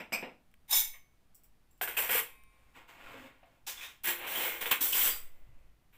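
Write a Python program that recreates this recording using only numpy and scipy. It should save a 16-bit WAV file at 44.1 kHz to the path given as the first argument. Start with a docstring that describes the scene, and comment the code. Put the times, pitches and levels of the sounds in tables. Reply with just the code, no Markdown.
"""Laying tableware on a low table

One microphone in a carpeted room, near a low wooden table. A cup and a glass knock, a fistful of cutlery
is scooped off a plate, dropped and sorted, a stack of plates slides and a spoon is drawn off the tray.
Each contact is a burst of tiny impacts that thumps the surface, rasps on it and rings what is moved.
Blows, clinks, ticks, hums and a groan are added over room tone. Table levels are before the mix in scene()."""
import sys
import numpy as np
from scipy import signal
from scipy.io import wavfile
from scipy.ndimage import uniform_filter1d

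SR = 44100
rng = np.random.default_rng(int(sys.argv[2]) if len(sys.argv) > 2 else 0)


def generate_wav(sig):
    """Save sig (samples, or channels by samples) to the path in sys.argv[1] as 16-bit PCM at SR."""
    pcm = np.round(np.clip(np.atleast_2d(sig).T, -1, 1) * 32767).astype(np.int16)
    wavfile.write(sys.argv[1], SR, pcm)


N = 263277  # length, samples


def amp(db):
    """Decibels to amplitude."""
    return 10 ** (np.asarray(db) / 20)


def unit(x):
    """Scales to energy 1."""
    return x / np.sqrt(np.sum(x ** 2) + 1e-20)


def read(points, hz):
    """Reads a table of (hz, value) along a logarithmic frequency axis."""
    f, value = np.transpose(points)
    return np.interp(np.log(hz + 1), np.log(f + 1), value)


def played(x, response):
    """Sends a signal through an impulse response."""
    return signal.oaconvolve(x, response)[:N]


def bandpass(x, order, band_hz):
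    """Keeps one band of a signal."""
    return signal.sosfilt(signal.butter(order, band_hz, "band", fs=SR, output="sos"), x)


def colour(points, size=2048):
    """Causal, minimum-phase response with the given spectrum, at energy 1."""
    level_db = np.maximum(read(points, abs(np.fft.fftfreq(size, 1 / SR))), -100)
    log_gain = np.log(amp(level_db))
    response = np.fft.ifft(np.exp(np.conj(signal.hilbert(log_gain)))).real
    return unit(response[:size // 2])


def ring(modes):
    """Dying sines of three like pieces, slightly out of tune; a wide resonance dies fast and starts stronger."""
    hz, width, db = np.transpose(modes)[:, :, None]
    t = np.arange(SR // 4) / SR
    pieces = sum(np.sin(2 * np.pi * (hz + step * width) * t) for step in (-1, 0, 1))
    sound = (amp(db) * width * np.exp(-np.pi * width * t) * pieces).sum(0)
    no_bass = signal.butter(2, 1500, "high", fs=SR, output="sos")  # small things radiate no bass
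    return unit(signal.sosfilt(no_bass, sound))


def impacts(per_s, spread_db):
    """Tiny impacts at random moments, a few of them larger; mean power 1."""
    size = amp(spread_db * np.minimum(rng.exponential(1, N), 4)) * rng.choice([-1., 1.], N)
    happens = rng.random(N) < per_s / SR
    return np.sqrt(N) * unit(size * happens)


RISE_POWER = 0.64  # shape of the rise, 1 = straight
# How fast each layer dies: one factor on the fall for thump, rasp and ring
FALL_PACE = [
    [0.86],
    [0.76],
    [.95],
]


def stroke(t, start, rise, hold, fall_db, *levels_db):
    """Rise, hold and fall of one contact's force, each layer dying at its own pace."""
    age = t - start
    fading_db = np.maximum(age - rise - hold, 0) * fall_db * np.array(FALL_PACE)
    return np.clip(age / rise, 0, 1) ** RISE_POWER * amp(np.array(levels_db)[:, None] - fading_db)


def contact(rows, surface, modes, clatter, ring_share, per_s):
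    """Impacts shaped by each stroke drive the surface, low and high, and the moved thing."""
    t, power = np.arange(SR) / SR, np.zeros((3, N + SR))
    for start, *row in rows:
        power[:, round(start * SR):][:, :SR] += stroke(t, 0, *row) ** 2
    thump, rasp, jangle = np.sqrt(power[:, :N]) * impacts(per_s, spread_db=1.5)
    # the moved thing: pitched ring and unpitched clatter, shared by power
    thing = np.sqrt(ring_share) * ring(modes)
    thing[:1024] += np.sqrt(1 - ring_share) * colour(clatter)
    return played(thump, colour(surface[0])) + played(rasp, colour(surface[1])) + played(jangle, thing)


# Room tone: hz, level_db per Hz (shape only)
HISS = [(18, -30), (30, -1), (197, -13), (256, -15), (432, -22.5), (492, -21), (546, -26), (622, -21.5),
        (1680, -27.5), (2490, -28.5), (6540, -37), (15500, -36.5)]
HISS_DB = -70.5  # room tone level
WANDER_DB, RUMBLE_DB = -66.5, -79  # very low wander and low rumble at rest
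# Swells added to the resting levels: centre_s, half_width_s, wander_db, rumble_db
SWELLS = [(.8, 0.13, -50, -78.5), (2.2, 0.46, -70, -69), (3.04, 0.038, -52, -72), (4.12, 0.13, -62, -84),
          (4.62, .1, -54.5, -75), (5.14, 0.19, -44, -66.5), (5.521, 0.18, -50.5, -61)]


def background():
    """Steady noise for room tone; a very low, near inaudible wander and a low rumble that swell at times."""
    out = amp(HISS_DB) * played(rng.standard_normal(N), colour(HISS, size=8192))
    centre, half, *levels = np.transpose(SWELLS)[:, :, None]
    bells = np.exp(-((np.arange(N) / SR - centre) / half) ** 2)
    for rest_db, db, band_hz in zip((WANDER_DB, RUMBLE_DB), levels, ([1.5, 10], [32, 58])):
        low = bandpass(rng.standard_normal(N), 3, band_hz)
        level = amp(rest_db) + (amp(db) * bells).sum(0)
        out += np.sqrt(N) * unit(low) * level
    return out


# Cup and glass: start_s, rise_s, hold_s, fall_db_per_s (before FALL_PACE), thump_db, rasp_db, ring_db
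CUP_STROKES = [(0.0, 0.00033, .001, 397, -42, -40.5, -55), (.121, 0.0019, .001, 253.5, -40.5, -37.5, -51),
               (.124, 0.006, 0.0089, 457, -49.5, -39, -35), (.224, 0.0017, 0.0067, 356, -38.5, -41.5, -72)]
# Surface under them, a thump list then a rasp list: hz, level_db per Hz (shape only)
STAND = [(59, -46.5), (100, -18.5), (214, -1.5), (393, -10.5), (445, -4), (540, -2.5), (606, 1),
         (1000, -12.5), (1300, -46), (2200, -120)], [(530, -16), (900, -10.5), (1040, -7.5), (1180, -9.5),
         (1680, -8), (2330, -2), (2800, -4), (3200, -17), (4160, -21.5), (7040, -120)]
# Their ring: hz, width_hz, level_db (shape only, weighted by width in ring())
CUP_MODES = [(5130, 32, 2.5), (5530, 28, -17), (5820, 260, -12.5), (7580, 110, -13), (8420, 43, -7.5),
             (10460, 39, -23.5), (12040, 50, -17), (12500, 80, -20), (12930, 37, -11), (13500, 25, -4),
             (15030, 94, -26.5), (15270, 90, -39)]
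# Their unpitched clatter: hz, level_db per Hz (shape only)
CUP_CLATTER = [(1940, -37), (3300, -21), (5090, -3), (6810, -19.5), (7650, -2), (9790, -26.5), (13100, -6),
               (15500, -30)]


def cups():
    """A cup and a glass knock: very quick strokes, mostly pitched ring in the moved thing."""
    return contact(CUP_STROKES, STAND, CUP_MODES, CUP_CLATTER, ring_share=0.69, per_s=4000)


# Short pitched clinks and knocks that stand out of the clatter: start_s, pitch_hz, width_hz, level_db, t60_s
CLINKS = [(.0, 2747, 62, -43.5, 0.12), (.128, 2414, 173.6, -28, 0.21), (.14, 2460, 102, -25, 0.084),
          (.127, 708, 76, -39, 0.19), (.688, 840, 60, -54, .2), (.71, 892, 90, -43, 0.35),
          (.728, 5250, 109, -26.5, 0.09), (.728, 7240, 64.8, -23.5, 0.054), (1.706, 7410, 100, -70.5, .2),
          (1.814, 1620, 142, -34.5, 0.21), (1.814, 716, 123.1, -39, 0.064), (1.878, 1580, 140, -36.5, 0.11),
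          (1.969, 2814, 374, -25, 0.082), (1.975, 7430, 93, -41, .12), (2.035, 5780, 86.4, -40.5, 0.086),
          (2.093, 1415, 96, -33, 0.12), (2.1, 155, 30, -57, 0.36), (2.15, 476, 28.7, -36.5, 0.12),
          (2.77, 890, 121, -52.5, 0.12), (2.76, 7850, 120, -67, 0.068), (3.139, 481, 50, -48, .1),
          (3.43, 651, 112.2, -50, 0.068), (3.672, 844, 91, -42.5, 0.082), (3.77, 3450, 153, -48, 0.34),
          (3.81, 2476, 152, -44.5, 0.23), (3.83, 3686, 163, -45, 0.22), (4.07, 1633, 102, -31, 0.089),
          (4.05, 11200, 148, -37, 0.41), (4.07, 7450, 83, -38, 0.19), (4.35, 3150, 129, -40, 0.4),
          (4.45, 2340, 223.6, -38.5, 0.48), (4.612, 9600, 140.4, -42, 0.089),
          (4.659, 3440, 248, -30.5, 0.049), (4.712, 2660, 481.5, -33, 0.048),
          (4.715, 330, 40, -47.5, 0.094), (4.81, 321, 56, -38, 0.06), (4.929, 2960, 433, -21.5, 0.053),
          (4.94, 4800, 30, -45, 0.505), (4.95, 8740, 62.04, -47, 0.84), (5.011, 3200, 121, -33, .1),
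          (5.05, 7780, 61.11, -34, 0.31), (5.469, 120, 35, -61, 0.42)]


def clinks():
    """Each is a cluster of ten close tones that starts fast and dies, like a damped mode shaken for a moment."""
    out, t = np.zeros(N), np.arange(SR // 3) / SR
    spreads = rng.uniform(-1, 1, (len(CLINKS), 2, 10, 1))
    for (start, hz, width, db, t60), (detune, phase) in zip(CLINKS, spreads):
        tones = np.sin(2 * np.pi * (hz + width * detune) * t + np.pi * phase).sum(0) / np.sqrt(5)  # mean power 1
        out[round(start * SR):][:len(t)] += amp(db - 60 * t / t60) * (1 - np.exp(-t / 0.0017)) * tones
    return out


# Carpeted room: hz, t60_s
ROOM = [(200, .45), (700, 0.33), (2000, 0.28), (5000, 0.31), (12000, 0.26)]


def room(x):
    """Sparse echoes of random sign, each band dying at its own speed."""
    taps = np.zeros(SR // 2)
    slots = np.arange(100, len(taps) - 12, 12)  # one echo in every 12 samples
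    taps[slots + rng.integers(0, 12, len(slots))] = rng.choice([-1., 1.], len(slots))
    hz, t, bands = signal.stft(taps, SR, nperseg=256)
    dying = bands * amp(-60 * t / read(ROOM, hz)[:, None])
    return played(x, unit(signal.istft(dying, SR, nperseg=256)[1]))


# Faint ticks of cutlery in the hands: start_s, level_db, body_db (relative to the treble), t60_s
TICKS = [(0.5154, -55.5, -10, 0.01), (0.5407, -48, -1, 0.02), (1.0394, -70, -3.5, 0.012),
         (1.119, -74, -6, 0.011), (2.437, -43, -7, 0.012), (3.461, -57, -7, 0.011), (1.3476, -42, -31, 0.2),
         (1.353, -40, -33, 0.2), (1.4361, -45.5, -23.5, 0.18), (1.443, -45, -16, 0.17),
         (1.7115, -52, -20, 0.24), (1.7779, -53, -21, 0.2)]
# Their treble: hz, level_db per Hz (shape only)
TICK_CLATTER = [(880, -55), (1500, -19), (3720, -29), (5670, -3), (6250, -17), (7900, 4), (8970, -7.5),
                (15500, 3)]
# Wooden table top, a thump list then a rasp list: hz, level_db per Hz (shape only)
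TABLE = [(59, -40.5), (100, -16), (257, -7), (303, -6), (350, 4), (393, -2), (467, 5.5), (648, 0.5),
         (1000, 0.5), (1300, -25), (2200, -120)], [(530, -27.5), (900, -12), (1040, 1), (1290, -4),
         (1560, 1.5), (1750, 1), (2260, 4), (3190, 0), (4070, -15), (4500, -21), (5850, -36), (9900, -120)]


def ticks():
    """Light touches of steel on steel: a click and a short fizzing tail."""
    high, low = np.zeros((2, N))
    t = np.arange(SR // 8) / SR
    fizzes = rng.standard_normal((len(TICKS), len(t)))
    for (start, db, body_db, t60), fizz in zip(TICKS, fizzes):
        touch = amp(db - 17.0 - 60 * t / t60) * fizz
        touch[0] = amp(db + 6.0)  # the click
        high[round(start * SR):][:len(t)] += touch
        low[round(start * SR):][:len(t)] += amp(body_db) * touch
    return played(high, colour(TICK_CLATTER)) + played(low, colour(TABLE[1]))


# Scoop off the plate: start_s, rise_s, hold_s, fall_db_per_s (before FALL_PACE), thump_db, rasp_db, ring_db
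SCOOP_STROKES = [(.678, .012, .011, 297.5, -71.5, -62, -49.5), (.69, 0.011, .001, 300, -60, -51, -37),
                 (.706, 0.0041, 0.014, 299.5, -57.5, -47.5, -25),
                 (.722, 0.0098, 0.06, 270, -55.5, -41.5, -21), (.727, 0.0028, .001, 800, -35.5, -49, -38.5),
                 (.93, 0.0076, .011, 400, -61, -55.5, -55)]
# Plate under the cutlery, a thump list then a rasp list: hz, level_db per Hz (shape only)
PLATE = [(120, -76), (200, -30), (394, -28.5), (481, -2.5), (555, -9), (1100, 8), (1430, -24.5),
         (2420, -120)], [(590, -29.5), (1000, -3), (1460, -26), (1740, -2), (2220, 7), (2440, -2),
         (3200, -6), (4160, -32), (7040, -120)]
# Scooped cutlery's ring: hz, width_hz, level_db (shape only, weighted by width in ring())
SCOOP_MODES = [(3763, 130, -4), (5210, 52, -15.5), (5340, 20, -6), (6220, 37, -2.5), (7180, 61, -3.5),
               (8830, 55, -11), (9570, 78, -10), (11220, 36, 1.5), (11900, 75, -4.5), (12300, 33, -6.5),
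               (12500, 22, -6), (13700, 47.8, -5), (14000, 24, -0.5), (13700, 63, 2.5), (14400, 42, -3.5),
               (14900, 27, -13), (14600, 57, -2), (14870, 46, -3)]
# Its unpitched clatter: hz, level_db per Hz (shape only)
SCOOP_CLATTER = [(1470, -50), (2500, -15), (3660, 3.5), (4750, -16), (5160, -10.5), (9510, -8),
                 (10300, -19.5), (10900, -8), (15500, -1)]


def scoop():
    """A fistful of cutlery is scooped off a plate: the strokes drive the plate and the ringing steel."""
    return contact(SCOOP_STROKES, PLATE, SCOOP_MODES, SCOOP_CLATTER, ring_share=0.59, per_s=5000)


# Single sharp blows at the head of a contact: start_s, level_db, brightness_db (treble relative to level_db)
BLOWS = [(0.7274, -22.5, 1.5), (1.8128, -11, -39), (1.8761, -14, -19), (1.9684, -15, -16),
         (2.1594, -34.5, -8), (3.671, -38, 3), (4.0412, -50, -1), (4.2668, -39, -6), (4.0725, -16, -17),
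         (4.6109, -40.5, -9), (4.6583, -8.5, -17), (4.7117, -24.5, -14), (4.808, -33, 3),
         (4.9282, -21, -2.5)]
# Unpitched clatter of steel, also of the sorted cutlery: hz, level_db per Hz (shape only)
SORT_CLATTER = [(2060, -26), (3500, -11.5), (4460, -20), (5900, -11), (6610, -21), (7620, -6),
                (10500, -8.5), (13000, 1), (15500, -8)]


def blows():
    """Each is one hard click: the table's rasp colour below, steel above."""
    low, high = np.zeros((2, N))
    for start, db, bright_db in BLOWS:
        low[round(start * SR)] = amp(db)
        high[round(start * SR)] = amp(db + bright_db)
    return played(low, colour(TABLE[1])) + played(high, colour(SORT_CLATTER))


# Pieces that keep humming after a heap settles (cutlery, plates, table top): pitch_hz, level_db, t60_s
SCOOP_HUM = [(2220, -44, .6), (3710, -50, .38), (5350, -38.5, 0.2), (6160, -37.5, 0.44), (7092, -41, .28),
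             (11200, -51.5, .34)]
PLATE_HUM = [(1070, -63.5, 1.87), (1880, -58, .4), (2114, -63.5, 1.3), (2330, -61.5, 1.6), (2530, -60, 1.1),
             (2570, -60, 0.73), (3725, -74, 1.7), (4700, -81, 1.35), (8100, -58, .34), (9308, -68.5, 1.6),
             (10900, -53, .35), (12380, -70, 0.55)]
TOP_HUM = [(350, -42.5, 0.5)]
SORT_HUM = [(1820, -51, 0.27), (2030, -68, 1.8), (4770, -35, .24)]
# When they hum: start_s, which of the lists above
HUM_STARTS = [(.755, SCOOP_HUM), (2.2, PLATE_HUM), (4.06, TOP_HUM), (5.097, SORT_HUM)]


def hums():
    """Slowly dying tones with a soft start."""
    t = np.arange(N) / SR
    out = np.zeros(N)
    for start, modes in HUM_STARTS:
        age = np.maximum(t - start, 0)
        for hz, db, t60 in modes:
            out += amp(db - 60 * age / t60) * (1 - np.exp(-age / 0.022)) * np.sin(2 * np.pi * hz * t)
    return out


# Drop on the table: start_s, rise_s, hold_s, fall_db_per_s (before FALL_PACE), thump_db, rasp_db, ring_db
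DROP_STROKES = [(1.812, 0.00084, 0.00087, 3000, -34, -33, -38),
                (1.813, 0.0051, 0.018, 500, -44, -38, -30.5), (1.874, 0.0028, .001, 180, -49, -40.5, -37.5),
                (1.966, 0.01, 0.017, 130, -43.5, -34, -28.5), (2.09, 0.0038, .001, 700, -35.5, -31, -31.5),
                (2.098, 0.014, 0.082, 600, -46, -32.5, -27.5)]
# Dropped cutlery's ring: hz, width_hz, level_db (shape only, weighted by width in ring())
DROP_MODES = [(5960, 41, -13.5), (6450, 46, -18), (6800, 20, -29), (7760, 69, -6), (8500, 20, -4),
              (8600, 176, -11.5), (9030, 59, -5), (9630, 66, -6.5), (11210, 126, -4.5), (12700, 110, -20),
              (13240, 64, -5.5), (13930, 39, 1), (14560, 120, -4), (14200, 32, -9), (14740, 84, -4)]
# Its unpitched clatter: hz, level_db per Hz (shape only)
DROP_CLATTER = [(2060, -54.5), (3500, -12.5), (5310, -19), (9480, -5), (10300, -12.5), (10900, -20),
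                (12500, 1), (13300, 6), (15500, -8)]


def drop():
    """The cutlery is dropped: quick strokes thump the table top and jangle the steel."""
    return contact(DROP_STROKES, TABLE, DROP_MODES, DROP_CLATTER, ring_share=0.49, per_s=3600)


# Hands between jobs: start_s, rise_s, hold_s, fall_db_per_s (before FALL_PACE), thump_db, rasp_db, treble_db
RUSTLE_STROKES = [(2.48, 0.052, .2, 200, -79, -74, -80.5), (5.25, 0.014, .001, 100, -74, -75, -93),
                  (5.3, 0.04, .3, 100, -76.5, -76.5, -86)]
# Surface under the stack, a thump list then a rasp list: hz, level_db per Hz (shape only)
STACK = [(59, -41), (100, 1), (183, -18.5), (257, -2), (408, -3), (535, 2.5), (667, 0.5), (1000, -21),
         (1300, -19), (2200, -120)], [(530, -16), (900, -4.5), (1120, -3), (1240, -10.5), (1400, -2.5),
         (1540, -6), (2640, -5), (4500, -26), (5850, -33), (9900, -120)]
# Plates' ring: hz, width_hz, level_db (shape only, weighted by width in ring())
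SLIDE_MODES = [(3770, 21, -2), (5450, 40, -10), (7180, 59, -18.5), (7950, 38, -16), (13900, 74, -23),
               (15300, 59, -4)]
# Their unpitched clatter: hz, level_db per Hz (shape only)
SLIDE_CLATTER = [(2060, -37), (3500, -6.5), (4060, -12), (5900, -8.5), (8010, -6), (9300, -13.5),
                 (11200, -14), (14000, -6.5), (15500, -13.5)]


def rustle():
    """A faint rustle as the hands move between jobs: weak strokes with no pitched ring."""
    return contact(RUSTLE_STROKES, STACK, SLIDE_MODES, SLIDE_CLATTER, ring_share=0, per_s=5000)


# Sliding stack: start_s, rise_s, hold_s, fall_db_per_s (before FALL_PACE), thump_db, rasp_db, ring_db
SLIDE_STROKES = [(2.74, 0.033, .001, 220, -63, -52.5, -65), (2.875, 0.022, .001, 130, -64.5, -54, -63),
                 (2.95, .16, 0.013, 92, -57, -50.5, -64), (3.13, 0.049, 0.094, 450, -63, -57, -66.5),
                 (3.428, 0.0052, 0.00063, 506, -70, -62, -88), (3.45, 0.022, 0.1, 300, -73, -74, -83)]


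def slide():
    """A stack of plates slides: mostly slower strokes, nearly all unpitched clatter in the plates."""
    return contact(SLIDE_STROKES, STACK, SLIDE_MODES, SLIDE_CLATTER, ring_share=0.078, per_s=4400)


# Droning table top under the stack: start_s, rise_s, hold_s, fall_db_per_s (before FALL_PACE), level_db
GROANS = [(3.135, 0.013, 0.12, 500, -58)]
# Its bands: pitch_hz, width_hz, level_db (relative)
GROAN_TONES = [(261, 29, 1), (552, 43, -4)]


def groan():
    """Steady friction noise in two narrow bands, near 261 and 552 Hz."""
    out, rub = np.zeros(N), rng.standard_normal(N)
    for hz, width, db in GROAN_TONES:
        tone = bandpass(rub, 2, [hz - width / 2, hz + width / 2])
        loudness = np.sqrt(abs(uniform_filter1d(tone ** 2, size=4000)) + 1e-12)
        out += amp(db) * tone / loudness
    return out * sum(stroke(np.arange(N) / SR, *row)[0] for row in GROANS)


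# Spoon off the tray: start_s, rise_s, hold_s, fall_db_per_s (before FALL_PACE), thump_db, rasp_db, ring_db
LIFT_STROKES = [(3.665, 0.014, .015, 280, -57.5, -44, -35.5), (3.75, 0.099, .001, 231, -61.5, -46.5, -47)]
# Its unpitched clatter: hz, level_db per Hz (shape only)
LIFT_CLATTER = [(2060, -29), (3500, -3.5), (4490, -9.5), (4870, -4), (6480, -4.5), (9420, -9.5),
                (14600, -7.5), (15500, -6)]
# Ring of spoon and sorted cutlery: hz, width_hz, level_db (shape only, weighted by width in ring())
SORT_MODES = [(4760, 10, -18.5), (6700, 200, -53), (7410, 21, -3), (7900, 110, -5.5), (8330, 59, -2.5),
              (8920, 21, -2.5), (8860, 55, -18.5), (10000, 165, -9.5), (10240, 34, -11), (11960, 59, -13.5),
              (12500, 35, -7), (11600, 44, -10), (12300, 45.3, -27), (13250, 44, -10), (13880, 166, 0.5),
              (14100, 142, -35), (15100, 50, 9.5), (15600, 37, -15)]


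def lift():
    """A spoon is drawn off the tray under the plates: two strokes, mostly clatter in the steel."""
    return contact(LIFT_STROKES, TABLE, SORT_MODES, LIFT_CLATTER, ring_share=0.2, per_s=4600)


# Sorting: start_s, rise_s, hold_s, fall_db_per_s (before FALL_PACE), thump_db, rasp_db, ring_db
SORT_STROKES = [(4.035, 0.0017, .004, 300, -58, -58, -39), (4.04, 0.0021, 0.047, 200, -57, -38, -35.5),
                (4.066, 0.014, 0.015, 316, -43.5, -34.5, -29.5), (4.17, .09, 0.019, 200, -47, -40, -48.5),
                (4.266, 0.0091, 0.048, 150.3, -53, -45.5, -39.5), (4.28, 0.12, 0.06, 120, -43, -36.5, -34),
                (4.608, 0.005, 0.0086, 350, -44, -35.5, -33.5),
                (4.656, 0.0071, 0.0042, 208.3, -44.5, -37.5, -36.5),
                (4.709, 0.0057, 0.0024, 462, -38, -24.5, -24), (4.805, 0.008, 0.017, 100, -49.5, -40, -26),
                (4.924, 0.0056, .001, 500, -49, -51, -26), (4.926, 0.037, .12, 245.5, -48.5, -36, -25.5),
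                (5.925, .015, 0.044, 100, -78, -65, -67)]


def sort():
    """The cutlery is sorted on the table: many strokes, about half ring and half clatter in the steel."""
    return contact(SORT_STROKES, TABLE, SORT_MODES, SORT_CLATTER, ring_share=0.54, per_s=5000)


def scene():
    """Mixes the near sounds, their echoes and the unechoed layers, alike on two channels."""
    near = cups() + clinks() + scoop() + blows() + drop()
    near += rustle() + slide() + groan() + lift() + sort()
    mono = amp(-2) * near + amp(-9.0) * room(near) + ticks() + hums() + background()
    return np.array([mono, mono])


EDGE_HZ = 15600  # top of the band


def record(dry):
    """Limits the band with a steep low-pass."""
    low_pass = signal.firwin(1023, EDGE_HZ, window=("kaiser", 9), fs=SR)
    return signal.oaconvolve(dry, low_pass[None], "same")


dry = scene()
out = record(dry)
generate_wav(out)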